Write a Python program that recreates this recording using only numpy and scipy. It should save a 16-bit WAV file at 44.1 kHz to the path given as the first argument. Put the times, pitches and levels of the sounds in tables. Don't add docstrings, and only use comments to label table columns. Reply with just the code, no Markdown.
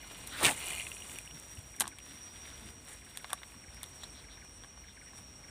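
import sys
import numpy as np
from scipy import signal
from scipy.fft import rfft, irfft, next_fast_len
from scipy.io import wavfile
from scipy.ndimage import map_coordinates

SR = 44100
rng = np.random.default_rng(int(sys.argv[2]) if len(sys.argv) > 2 else 0)


def volts_from_db(level):
    exponent = np.asarray(level, float) / 20
    return 10 ** exponent


def put_to_file(sound):
    columns = np.atleast_2d(sound).T
    safe = np.clip(columns, -1, 1)
    whole_steps = np.round(safe * 32767)
    wavfile.write(sys.argv[1], SR, whole_steps.astype(np.int16))


N = 242550

# (time [s], effort [dB], brightness [dB])
CAST = [
    (0, -56.5, 6),
    (.24, -54, 2.5),
    (.34, -48, 4),
    (.4, -46.5, -5.5),
    (.426, -41.5, -2),
    (.434, -32, -3),
    (.455, -29, -3),
    (.495, -35, 3),
    (.55, -45, 6),
]
EFFORT_DB = -54
# (time [s], peak [dB], mode [Hz])
RATTLE = [(0.5774, -34, 2150), (0.5901, -35, 2380), (0.6044, -38, 2440), (0.6164, -33, 2150),
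          (0.6244, -34, 2400), (0.6374, -32, 2490), (0.6514, -39, 2860), (0.6663, -35, 2540),
          (0.6796, -29, 2420), (0.6914, -33, 2830), (0.7056, -25, 2400), (0.7174, -30, 2040),
          (0.732, -26, 2820), (0.7438, -31, 2920), (0.7612, -33, 2450), (0.7764, -34, 2420),
          (0.7816, -29, 2400), (0.7914, -33, 2400), (0.7981, -27, 2820), (0.8074, -29, 2420),
          (0.8154, -31, 2760), (0.8244, -33, 2380), (0.851, -37, 2380), (0.868, -29.5, 2580),
          (0.9168, -32, 2770), (0.9672, -33, 2520), (1.0026, -37, 2500), (1.0211, -34, 2850),
          (1.0959, -38, 2850), (1.116, -42, 2510), (1.1383, -49, 2080), (1.1588, -39, 2850),
          (1.162, -43, 2490), (1.1865, -31.5, 2500), (1.2545, -49, 2110), (1.2757, -39, 2870),
          (1.3106, -36.5, 2850), (1.5728, -40, 2860)]


def unit(x):
    return x / np.sqrt(np.mean(x ** 2) + 1e-20)


def noise():
    return rng.standard_normal(N)


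def curves(rows):
    s, *cols = np.transpose(rows)
    return [np.interp(np.arange(N) / SR, s, c) for c in cols]


def wobble(rate_hz):
    coarse = np.arange(0, N + 8, 8)
    knots = rng.standard_normal(int(N * rate_hz / SR) + 4)
    smooth = map_coordinates(knots, [coarse * rate_hz / SR])
    return np.interp(np.arange(N), coarse, smooth)


def swells(rows, fade_db_per_s):
    t = np.arange(0, N + 32, 32) / SR
    gains = []
    for s, hold_s, db, *_ in rows:
        outside_s = np.maximum(np.maximum(s - t, t - s - hold_s), 0)
        gains.append(np.interp(np.arange(N) / SR, t, volts_from_db(db - fade_db_per_s * outside_s)))
    return gains


def filtered(x, response):
    m = next_fast_len(N + 8192)
    return irfft(rfft(x, m) * response(np.fft.rfftfreq(m, 1 / SR)), m)[:N]


def coloured(x, spectrum):
    f, db = np.transpose(spectrum)
    return unit(filtered(x, lambda hz: volts_from_db(np.interp(np.log(hz + 1), np.log(f), db))))


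def ringing(x, modes):
    def response(f):
        total = 0
        for k, (hz, width_hz, db) in enumerate(modes):
            damping = 1j * f * width_hz
            total = total + (-1) ** k * volts_from_db(db) * damping / (hz * hz - f * f + damping)
        return total
    return filtered(x, response)


def add(out, s, burst):
    at = round(s * SR) + np.arange(len(burst))
    keep = (at >= 0) & (at < N)
    out[at[keep]] += burst[keep]


def glide(hz, rough_db=0):
    n = len(hz)
    flutter = np.interp(np.linspace(0, n * 250 / SR, n), np.arange(64), rng.standard_normal(64))
    edge_s = np.minimum(np.arange(n), np.arange(n)[::-1]) / SR
    tone = np.sin(2 * np.pi * np.cumsum(hz) / SR)
    return tone * np.minimum(edge_s / .004, 1) * volts_from_db(rough_db * flutter)


def puffs(rows):
    out, hiss = np.zeros(N), rng.standard_normal(SR // 4)
    for s, length_s, hz, width_hz, db in rows:
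        band = signal.butter(2, [hz - width_hz / 2, hz + width_hz / 2], "bandpass", fs=SR)
        burst = unit(signal.lfilter(*band, rng.permutation(hiss)))[-int(length_s * SR):]
        add(out, s, volts_from_db(db) * burst * np.hanning(len(burst)) ** 0.32)
    return out


def crack(t60_s, tail_t60_s, tail_db):
    t = np.arange(SR // 12) / SR
    blow = 5 * (t == 0)
    decay = volts_from_db(-60 * t / t60_s) + volts_from_db(tail_db - 60 * t / tail_t60_s)
    return blow + decay * rng.standard_normal(len(t))


def background():
    # (frequency [Hz], density [dB/Hz])
    air_spectrum = [(20, -43.5), (33, -46), (48, 3), (65, 2.5), (120, -6), (400, -15.5), (1500, -20),
                    (3500, -25.5), (4300, -27), (5000, -35), (6600, -27), (10500, -32), (13500, -52),
                    (15400, -40)]
    # (frequency [Hz], density [dB/Hz])
    port_spectrum = [(50, -32), (110, 1.5), (170, -1), (270, 3), (420, -9), (700, -46)]
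    # (time [s], hold [s], level [dB])
    gusts = [
        (1.15, 0.009, -51.5),
        (1.32, 0.0585, -64),
        (1.58, 0.0091, -64),
        (1.82, 0.0043, -45.5),
        (2.1, 0.17, -59),
        (2.66, 0.012, -51),
    ]
    # (frequency [Hz], width [Hz], level [dB])
    katydids = [(7940, 770, -3), (8250, 140, 2.5), (8600, 330, -3.5), (9157, 520, -0.5), (9630, 440, -5)]
    air = coloured(noise(), air_spectrum) * volts_from_db(-56.5 + 1.3 * wobble(2.72))
    effort_db = curves(CAST + [(.62, -60.5, 0)])[0]
    draught = volts_from_db(-63 + 1.295 * (effort_db - EFFORT_DB))
    push = volts_from_db(-67) + draught + sum(swells(gusts, fade_db_per_s=265))
    breeze = coloured(noise(), port_spectrum) * push * volts_from_db(-5.5 + 2.4 * wobble(8.9))
    chorus = unit(ringing(ringing(noise(), katydids), katydids))
    return air + breeze + chorus * volts_from_db(-64 + 0.38 * wobble(3.96) + 2.2 * wobble(30))


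def crickets():
    # (wing [Hz], chirps [1/s], pitch wander [Hz], neighbour share [ratio])
    wings = [
        (5741, 11.5, 7, .55),
        (5602, 12.5, 8, .7),
        (5435, 9, 12, .6),
        (12620, 7, 8, .3),
    ]
    # (time [s], first singer [dB], second singer [dB])
    song = [(0, -60, -62), (.6, -58, -97), (1.3, -58, -58.5), (1.6, -57, -64), (1.9, -60, -74),
            (2.2, -53.5, -58.5), (2.6, -56.5, -66), (3, -62.5, -63.5), (3.5, -65, -61.5), (4, -59.5, -59),
            (4.45, -62, -63), (5.1, -60, -63.5), (5.5, -63, -56.5)]
    # (time [s], hold [s], level [dB])
    low_bouts = [
        (1.3, 0.085, -79.5),
        (4.2, 0.44, -75),
        (5.1, .4, -74.5),
    ]
    # (time [s], hold [s], level [dB])
    high_bouts = [
        (2.6, .1, -93.5),
        (3.85, .5, -86.5),
    ]
    # (frequency [Hz], density [dB/Hz])
    crowd_spectrum = [(5250, -40), (5380, -10), (5520, -3), (5600, 0), (5680, -1), (5790, 0), (5830, -25),
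                      (5950, -50)]
    first_db, second_db = curves(song)
    low = volts_from_db(-79.5) + sum(swells(low_bouts, fade_db_per_s=40))
    high = volts_from_db(-100) + sum(swells(high_bouts, fade_db_per_s=40))
    gains = [volts_from_db(first_db), volts_from_db(second_db), low, high]
    crowd_db = -66 - 0.4 * np.clip(second_db - second_db.mean(), -7, 9)
    out = volts_from_db(crowd_db + 1.2 * wobble(20)) * coloured(noise(), crowd_spectrum)
    for (hz, rate_hz, wander_hz, share), gain in zip(wings, gains):
        beat = np.cumsum(rate_hz * (1 + 0.125 * wobble(5))) / SR % 1
        gate = np.clip(1.9 * np.sin(np.pi * beat), 0, 1) ** 1.04
        pitch_hz = hz + wander_hz * wobble(30) + .8 * wander_hz * wobble(2)
        pitch_hz = pitch_hz - 14 * (beat - .5)
        near = gate * volts_from_db(1.22 * wobble(13)) * np.sin(2 * np.pi * np.cumsum(pitch_hz) / SR)
        phase = 2 * np.pi * hz * np.arange(N) / SR
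        others = wobble(80) * np.cos(phase) + wobble(80) * np.sin(phase)
        out += gain * unit(unit(near) + share * unit(others))
    return out


def cloth():
    # (time [s], effort [dB], brightness [dB])
    follow = [
        (.732, -43, 10.5),
        (.84, -48.5, 12),
        (1.0, -49, 11),
        (1.19, -52, 5),
        (1.22, -56.5, 6),
        (1.68, -59, 4.5),
        (1.9, -66, 7),
        (1.93, -88, -9.5),
    ]
    # (time [s], hold [s], effort [dB], brightness [dB])
    shifts = [(2.048, 0.48, -60, 1), (2.35, 0.34, -58.5, -1), (2.894, 0.045, -52, 7),
              (3.085, 0.0103, -58.5, 3), (3.151, 0.19, -61.5, 3), (3.455, 0.077, -60.5, 8),
              (3.737, 0.13, -62.5, 2.5), (3.864, 0.2, -63.5, 4), (4.16, 0.0092, -65, -4),
              (4.318, 0.053, -77.5, -10), (5.176, 0.0081, -58.5, 3.5), (5.49, .01, -81, 3.5)]
    # (frequency [Hz], density [dB/Hz])
    flap = [(200, -4.5), (400, -1.5), (750, -3), (1000, -1), (1400, -8.5), (2200, -26.5)]
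    swish = [(700, -34), (1300, -2), (2000, 1.5), (2800, -2.5), (3600, 2.5), (4200, -5), (4900, -7.5),
             (6200, -13.5), (7500, -49.5)]
    hiss = [(5000, -31), (6500, -7.5), (8000, 0), (8800, 2.5), (9800, -2.5), (11000, -9.5), (13000, -74)]
    sheen = [(9000, -31), (11000, 0), (13000, -1), (15400, 0.5), (17000, -30)]
    # (level at EFFORT_DB [dB], effort slope [dB/dB], brightness slope [dB/dB], rest [dB])
    weave = [
        (-60, 1.0726, -0.4784, -78.5),
        (-55.5, 0.9486, -0.93, -74),
        (-56, 1.0218, -0.0059, -85),
        (-67.5, 1.0737, -0.24, -78),
    ]
    shared = wobble(24.96) + 0.46 * wobble(160)
    effort_db, bright_db = curves(CAST + follow)
    shapes = swells([(s, hold_s, 0) for s, hold_s, *_ in shifts], fade_db_per_s=208.5)
    out = np.zeros(N)
    for colour, (base_db, grows, tilt, rest_db) in zip([flap, swish, hiss, sheen], weave):
        def law(effort, bright):
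            return volts_from_db(base_db + grows * (effort - EFFORT_DB) + tilt * bright)
        shifting = np.max([law(*row[2:]) * shape for row, shape in zip(shifts, shapes)], axis=0)
        gain = volts_from_db(rest_db) + law(effort_db, bright_db) + shifting
        grains = volts_from_db(1.1 * shared + 1.5 * wobble(60) + 3 * wobble(700))
        out += gain * coloured(grains * noise(), colour)
    return out


def frog():
    # (first note [s], level [dB])
    phrases = [
        (-.15, -51.5),
        (.5, -67.5),
        (1.127, -56),
        (1.741, -52.5),
        (2.341, -57),
        (3.02, -54.5),
        (3.638, -54),
        (4.242, -54),
        (4.838, -53.5),
        (5.439, -53.5),
    ]
    # (delay [s], length [s], level [dB])
    notes_in_phrase = [
        (0, .018, -3),
        (.044, .019, -3),
        (.131, .02, -.5),
        (.176, .03, -1),
    ]
    out = np.zeros(N)
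    for s, db in phrases:
        for delay_s, length_s, note_db in notes_in_phrase:
            t = np.arange(int(length_s * SR)) / SR
            pitch_hz = 1440 + 1180 * np.exp(-(t / .009) ** 1.7)
            add(out, s + delay_s - .005, volts_from_db(db + note_db) * glide(pitch_hz, rough_db=2))
    out = out + volts_from_db(-8) * np.roll(out, round(.006 * SR)) + volts_from_db(-13) * np.roll(out, round(0.011 * SR))
    return ringing(out, [(1566, 248, -1.5), (2250, 390, 3.1)])


def reel():
    # (time [s], snap [dB], body [dB], knock [dB])
    bail = [(1.7975, -28, -36, -59), (1.7995, -11, -38, -56), (1.8045, -25, -36, -53.5),
            (1.8057, -16, -32, -42), (1.8064, -6, -25, -32.5), (1.8074, -17, -26, -31),
            (1.8108, -25.5, -36, -35.5), (1.8144, -20.5, -36, -33), (1.8182, -22, -30, -34),
            (1.8205, -24, -32, -39), (1.8245, -32, -38.5, -54), (1.836, -44, -51, -47),
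            (1.841, -44, -46, -38), (1.8545, -47, -39, -43), (1.8697, -40, -39, -44),
            (1.8778, -20.5, -37, -46)]
    # (time [s], snap [dB], body [dB], knock [dB], body ring [Hz])
    handle = [(3.1726, -20, -37, -53, 3390), (3.2438, -52, -36.5, -37.5, 2100),
              (3.2967, -63, -55, -44, 2000), (3.3025, -39, -45, -45, 3240),
              (3.3048, -37.5, -44.5, -47, 2600), (3.3155, -56.5, -59.5, -41, 2050),
              (3.326, -46, -55, -41.5, 1900), (3.3305, -15, -31.5, -30.5, 3560),
              (3.377, -60, -50, -50, 2250), (3.4173, -58, -57.5, -47, 2000),
              (3.4321, -59.5, -39.5, -42.5, 2040)]
    # (time [s], snap [dB], body [dB], knock [dB], body ring [Hz])
    clicks = [(0.1013, -49, -54, -54, 3050), (0.146, -42, -48, -52, 3010), (0.2733, -24.5, -45, -61, 4050),
              (1.9855, -35, -46, -51, 2370), (1.989, -41, -45, -66, 3300), (2.0021, -51, -52.5, -63, 2600),
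              (2.064, -51.5, -53, -52, 2550), (3.52, -45.5, -51, -52, 2510),
              (3.5414, -45, -61.5, -49, 2240), (3.7454, -41, -60.5, -58, 2130),
              (3.8313, -26.5, -38.5, -49.5, 3500), (3.839, -35, -41, -49, 3550),
              (3.861, -42, -53.5, -67.5, 3620), (4.0339, -35, -43.5, -43, 3440),
              (4.4477, -43.5, -66, -57.5, 2280), (4.4944, -49, -69.5, -67, 2080),
              (4.636, -50, -50, -49, 3300), (4.645, -52, -55, -50, 3000), (4.775, -60, -61, -51, 2970),
              (4.9347, -50, -62, -60, 3180), (5.132, -54, -62, -46, 3830), (5.1877, -50, -56, -52, 2050)]
    # (time [s], peak [dB])
    ticks = [(0.659, -29), (.664, -32), (0.67, -22.5), (.6854, -22.5), (.7105, -30), (0.723, -30),
             (.7377, -28), (.751, -25), (.783, -31), (.789, -30), (.8064, -29), (.8165, -30), (1.0774, -42),
             (.9165, -39), (1.005, -34), (1.098, -36), (1.158, -40), (1.1702, -36), (1.187, -30),
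             (1.214, -39), (1.261, -40), (1.3798, -39.5), (1.3989, -33), (1.5532, -37), (1.5905, -33.5),
             (1.719, -40), (1.7649, -36)]
    # (time [s], level [dB])
    wire = [
        (.2735, -46),
        (1.819, -45.5),
        (1.8784, -57.5),
    ]
    # (time [s], frequency [Hz], level [dB], t60 [s])
    parts = [(1.8065, 10760, -15, .006), (1.8078, 1760, -26, 0.014), (1.8195, 870, -25.5, 0.023),
             (1.8245, 1250, -39, .015), (1.871, 1100, -39, 0.029), (1.879, 1000, -40, .02),
             (3.1728, 1800, -32.5, 0.0072), (3.3315, 1135, -32, 0.032), (3.3315, 3620, -31, .012),
             (3.386, 3820, -50, .04), (3.4325, 3600, -37, .006), (3.3315, 8970, -21, .012),
             (3.8318, 13400, -33, .008), (3.8395, 10600, -36, 0.0089), (4.0345, 13200, -49, .012)]
    # (frequency [Hz], width [Hz], level [dB])
    snap_modes = [(6370, 4700, -15), (8900, 2000, -0.5), (12600, 3700, -15.5), (15000, 1500, -21)]
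    body_modes = [(2037, 4700, -3.5), (2683, 890, 4), (3700, 900, -1.5)]
    knock_modes = [(237, 23.7, -38), (720, 250, -3), (1100, 160, 1.5), (1650, 310, -0.5)]
    snap, body, knock, ring = np.zeros((4, N))
    t = np.arange(SR // 40) / SR
    for s, snap_db, body_db, knock_db, *ring_hz in [*bail, *handle, *clicks]:
        add(snap, s + 0.00061, volts_from_db(snap_db + 1.0) * crack(0.0031, 0.064, -17.0))
        add(body, s + .0004, volts_from_db(body_db + 3.0) * crack(0.0097, 0.045, -9.5))
        add(knock, s + .0004, volts_from_db(knock_db + 15.0) * crack(0.0014, 0.049, -9.0))
        for hz in ring_hz:
            decay = volts_from_db(body_db + 9.5 - 60 * t / 0.0083) * (1 - np.exp(-t / 0.00056))
            add(ring, s + 0.00048, decay * np.sin(2 * np.pi * hz * t))
    for s, db in wire:
        add(ring, s, volts_from_db(db - 60 * t / 0.043) * np.sin(2 * np.pi * 12994 * t))
    for s, hz, db, t60_s in parts:
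        decay = volts_from_db(db - 60 * t / t60_s) * (1 - np.exp(-t / 0.00043))
        add(ring, s, decay * np.sin(2 * np.pi * hz * t))
    for s, db in ticks + [(s, db - 8) for s, db, _ in RATTLE]:
        add(snap, s, volts_from_db(db + 2.0) * crack(0.0041, 0.022, -30))
    body = ringing(ringing(body, body_modes), [(2820, 5240, 0.37)])
    knock = ringing(ringing(knock, knock_modes), [(900, 12000, 0.23)])
    return ringing(snap, snap_modes) + body + knock + ring


def rod():
    # (time [s], length [s], frequency [Hz], width [Hz], level [dB])
    whips = [
        (.31, 0.093, 1650, 700, -47),
        (.405, 0.043, 870, 800, -35.5),
        (.29, 0.089, 3660, 1000, -50.5),
        (.443, 0.032, 2664, 900, -24.5),
        (.462, 0.04, 2150, 1100, -30.5),
        (.478, 0.05, 720, 292, -36),
        (2.86, 0.111, 1910, 600, -58),
    ]
    return puffs(whips)


def folds():
    # (time [s], level [dB])
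    snaps = [(.4062, -29), (.411, -27), (.4295, -22), (.4325, -20), (0.4402, -18), (.448, -11),
             (0.4527, -11.5), (0.458, -16), (.464, -15), (0.466, -14), (.4725, -19), (0.4781, -19.5),
             (0.484, -19), (0.487, -30), (0.491, -24), (0.5098, -23), (.518, -27)]
    # (frequency [Hz], width [Hz], level [dB])
    fold_bands = [(800, 1150, -6), (2720, 2000, -0.5), (8860, 820, 0.5), (14000, 2500, -17)]
    out, t = np.zeros(N), np.arange(SR // 50) / SR
    for s, db in snaps:
        add(out, s, volts_from_db(db + 2.5 - 60 * t / 0.013) * rng.standard_normal(len(t)))
    return ringing(out, fold_bands)


def spool():
    # (time [s], level [dB])
    whirr = [
        (.5, -57),
        (.58, -50),
        (.65, -44),
        (.72, -44.5),
        (.8, -45),
        (.845, -55),
        (1, -58),
        (1.2, -62),
        (1.35, -68),
    ]
    # (frequency [Hz], width [Hz], level [dB])
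    frame = [(682, 160, 2.5), (2100, 41, 1), (2430, 74, 1), (2910, 113, 0.5), (3300, 250, -8),
             (4320, 350, -5)]
    side_modes_hz = [2150, 2450, 2830, 3250, 2620]
    hits = rng.random(N) < 700 / SR
    force = volts_from_db(2.4 * np.minimum(rng.exponential(size=N), np.pi))
    knocks = hits * force * rng.choice([-1, 1], size=N)
    out = volts_from_db(curves(whirr)[0]) * unit(ringing(ringing(knocks, frame), [(2280, 2000, 0)]))
    t = np.arange(SR // 20) / SR
    for s, db, hz in RATTLE:
        modes = np.sin(2 * np.pi * hz * t)
        for side_hz in side_modes_hz:
            decay = volts_from_db(rng.normal(-8, 3.0) - 60 * t / .03)
            phase = 2 * np.pi * side_hz * rng.normal(1, 0.017) * t + 2 * np.pi * rng.random()
            modes += decay * np.sin(phase)
        add(out, s, volts_from_db(db - 1.5 - 60 * t / 0.017) * (1 - np.exp(-t / 0.0004)) * modes)
    return out


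def bumps():
    # (time [s], frequency [Hz], length [s], level [dB])
    strap = [
        (1.3, 160, 0.097, -53),
        (1.57, 97.5, 0.042, -42),
        (2.64, 199, 0.07, -73),
        (5.17, 93.3, 0.058, -56),
    ]
    out = np.zeros(N)
    for s, hz, length_s, db in strap:
        push = glide(np.full(int(length_s * SR), float(hz)))
        add(out, s, volts_from_db(db) * push * np.hanning(len(push)))
    return out


def birds():
    # (time [s], length [s], from [Hz], to [Hz], level [dB])
    whistles = [(2.27, .07, 4600, 5400, -67.5), (2.63, .03, 4700, 5100, -69), (2.677, .04, 4800, 5150, -67),
                (3.725, .03, 4800, 5400, -67), (3.763, 0.037, 4820, 6100, -61),
                (3.915, .03, 4900, 5500, -81), (4.08, 0.063, 5060, 6300, -66),
                (4.465, .07, 5100, 6150, -71), (4.88, .03, 5000, 5200, -75), (4.935, .03, 5900, 6800, -70)]
    # (time [s], length [s], frequency [Hz], width [Hz], level [dB])
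    rasps = [
        (4.002, 0.06, 3700, 1100, -57),
        (4.138, 0.077, 3770, 900, -57.5),
        (4.289, 0.068, 3670, 800, -58),
        (4.859, 0.075, 3500, 800, -62),
        (5.059, 0.042, 2000, 604, -58),
    ]
    out = puffs(rasps)
    for s, length_s, from_hz, to_hz, db in whistles:
        pitch_hz = np.linspace(from_hz, to_hz, int(length_s * SR))
        add(out, s, volts_from_db(db) * glide(pitch_hz, rough_db=3.5))
    return out


def squeak():
    # (time [s], length [s], from [Hz], to [Hz], level [dB])
    s, length_s, from_hz, to_hz, db = (4.0345, .0095, 3250, 4350, -40)
    out = np.zeros(N)
    rise = np.linspace(0, 1, int(length_s * SR))
    phase = 2 * np.pi * np.cumsum(from_hz + (to_hz - from_hz) * rise) / SR
    tone = np.sin(phase) + volts_from_db(-5) * np.sin(2 * phase)
    add(out, s, volts_from_db(db) * np.sin(np.pi * rise) ** 0.52 * tone)
    return out


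def scene():
    nature = background() + crickets() + frog() + birds()
    sleeve = cloth() + folds()
    tackle = reel() + rod() + spool() + squeak()
    return (nature + sleeve + tackle + bumps())[None]


def band_limit(x):
    return signal.sosfilt(signal.butter(12, 16640, fs=SR, output="sos"), x)


def record(dry):
    shelved = filtered(dry[0], lambda hz: np.where(hz < 15480, 1, volts_from_db(-27.5)))
    return band_limit(shelved[None])


dry = scene()
out = record(dry)
put_to_file(out)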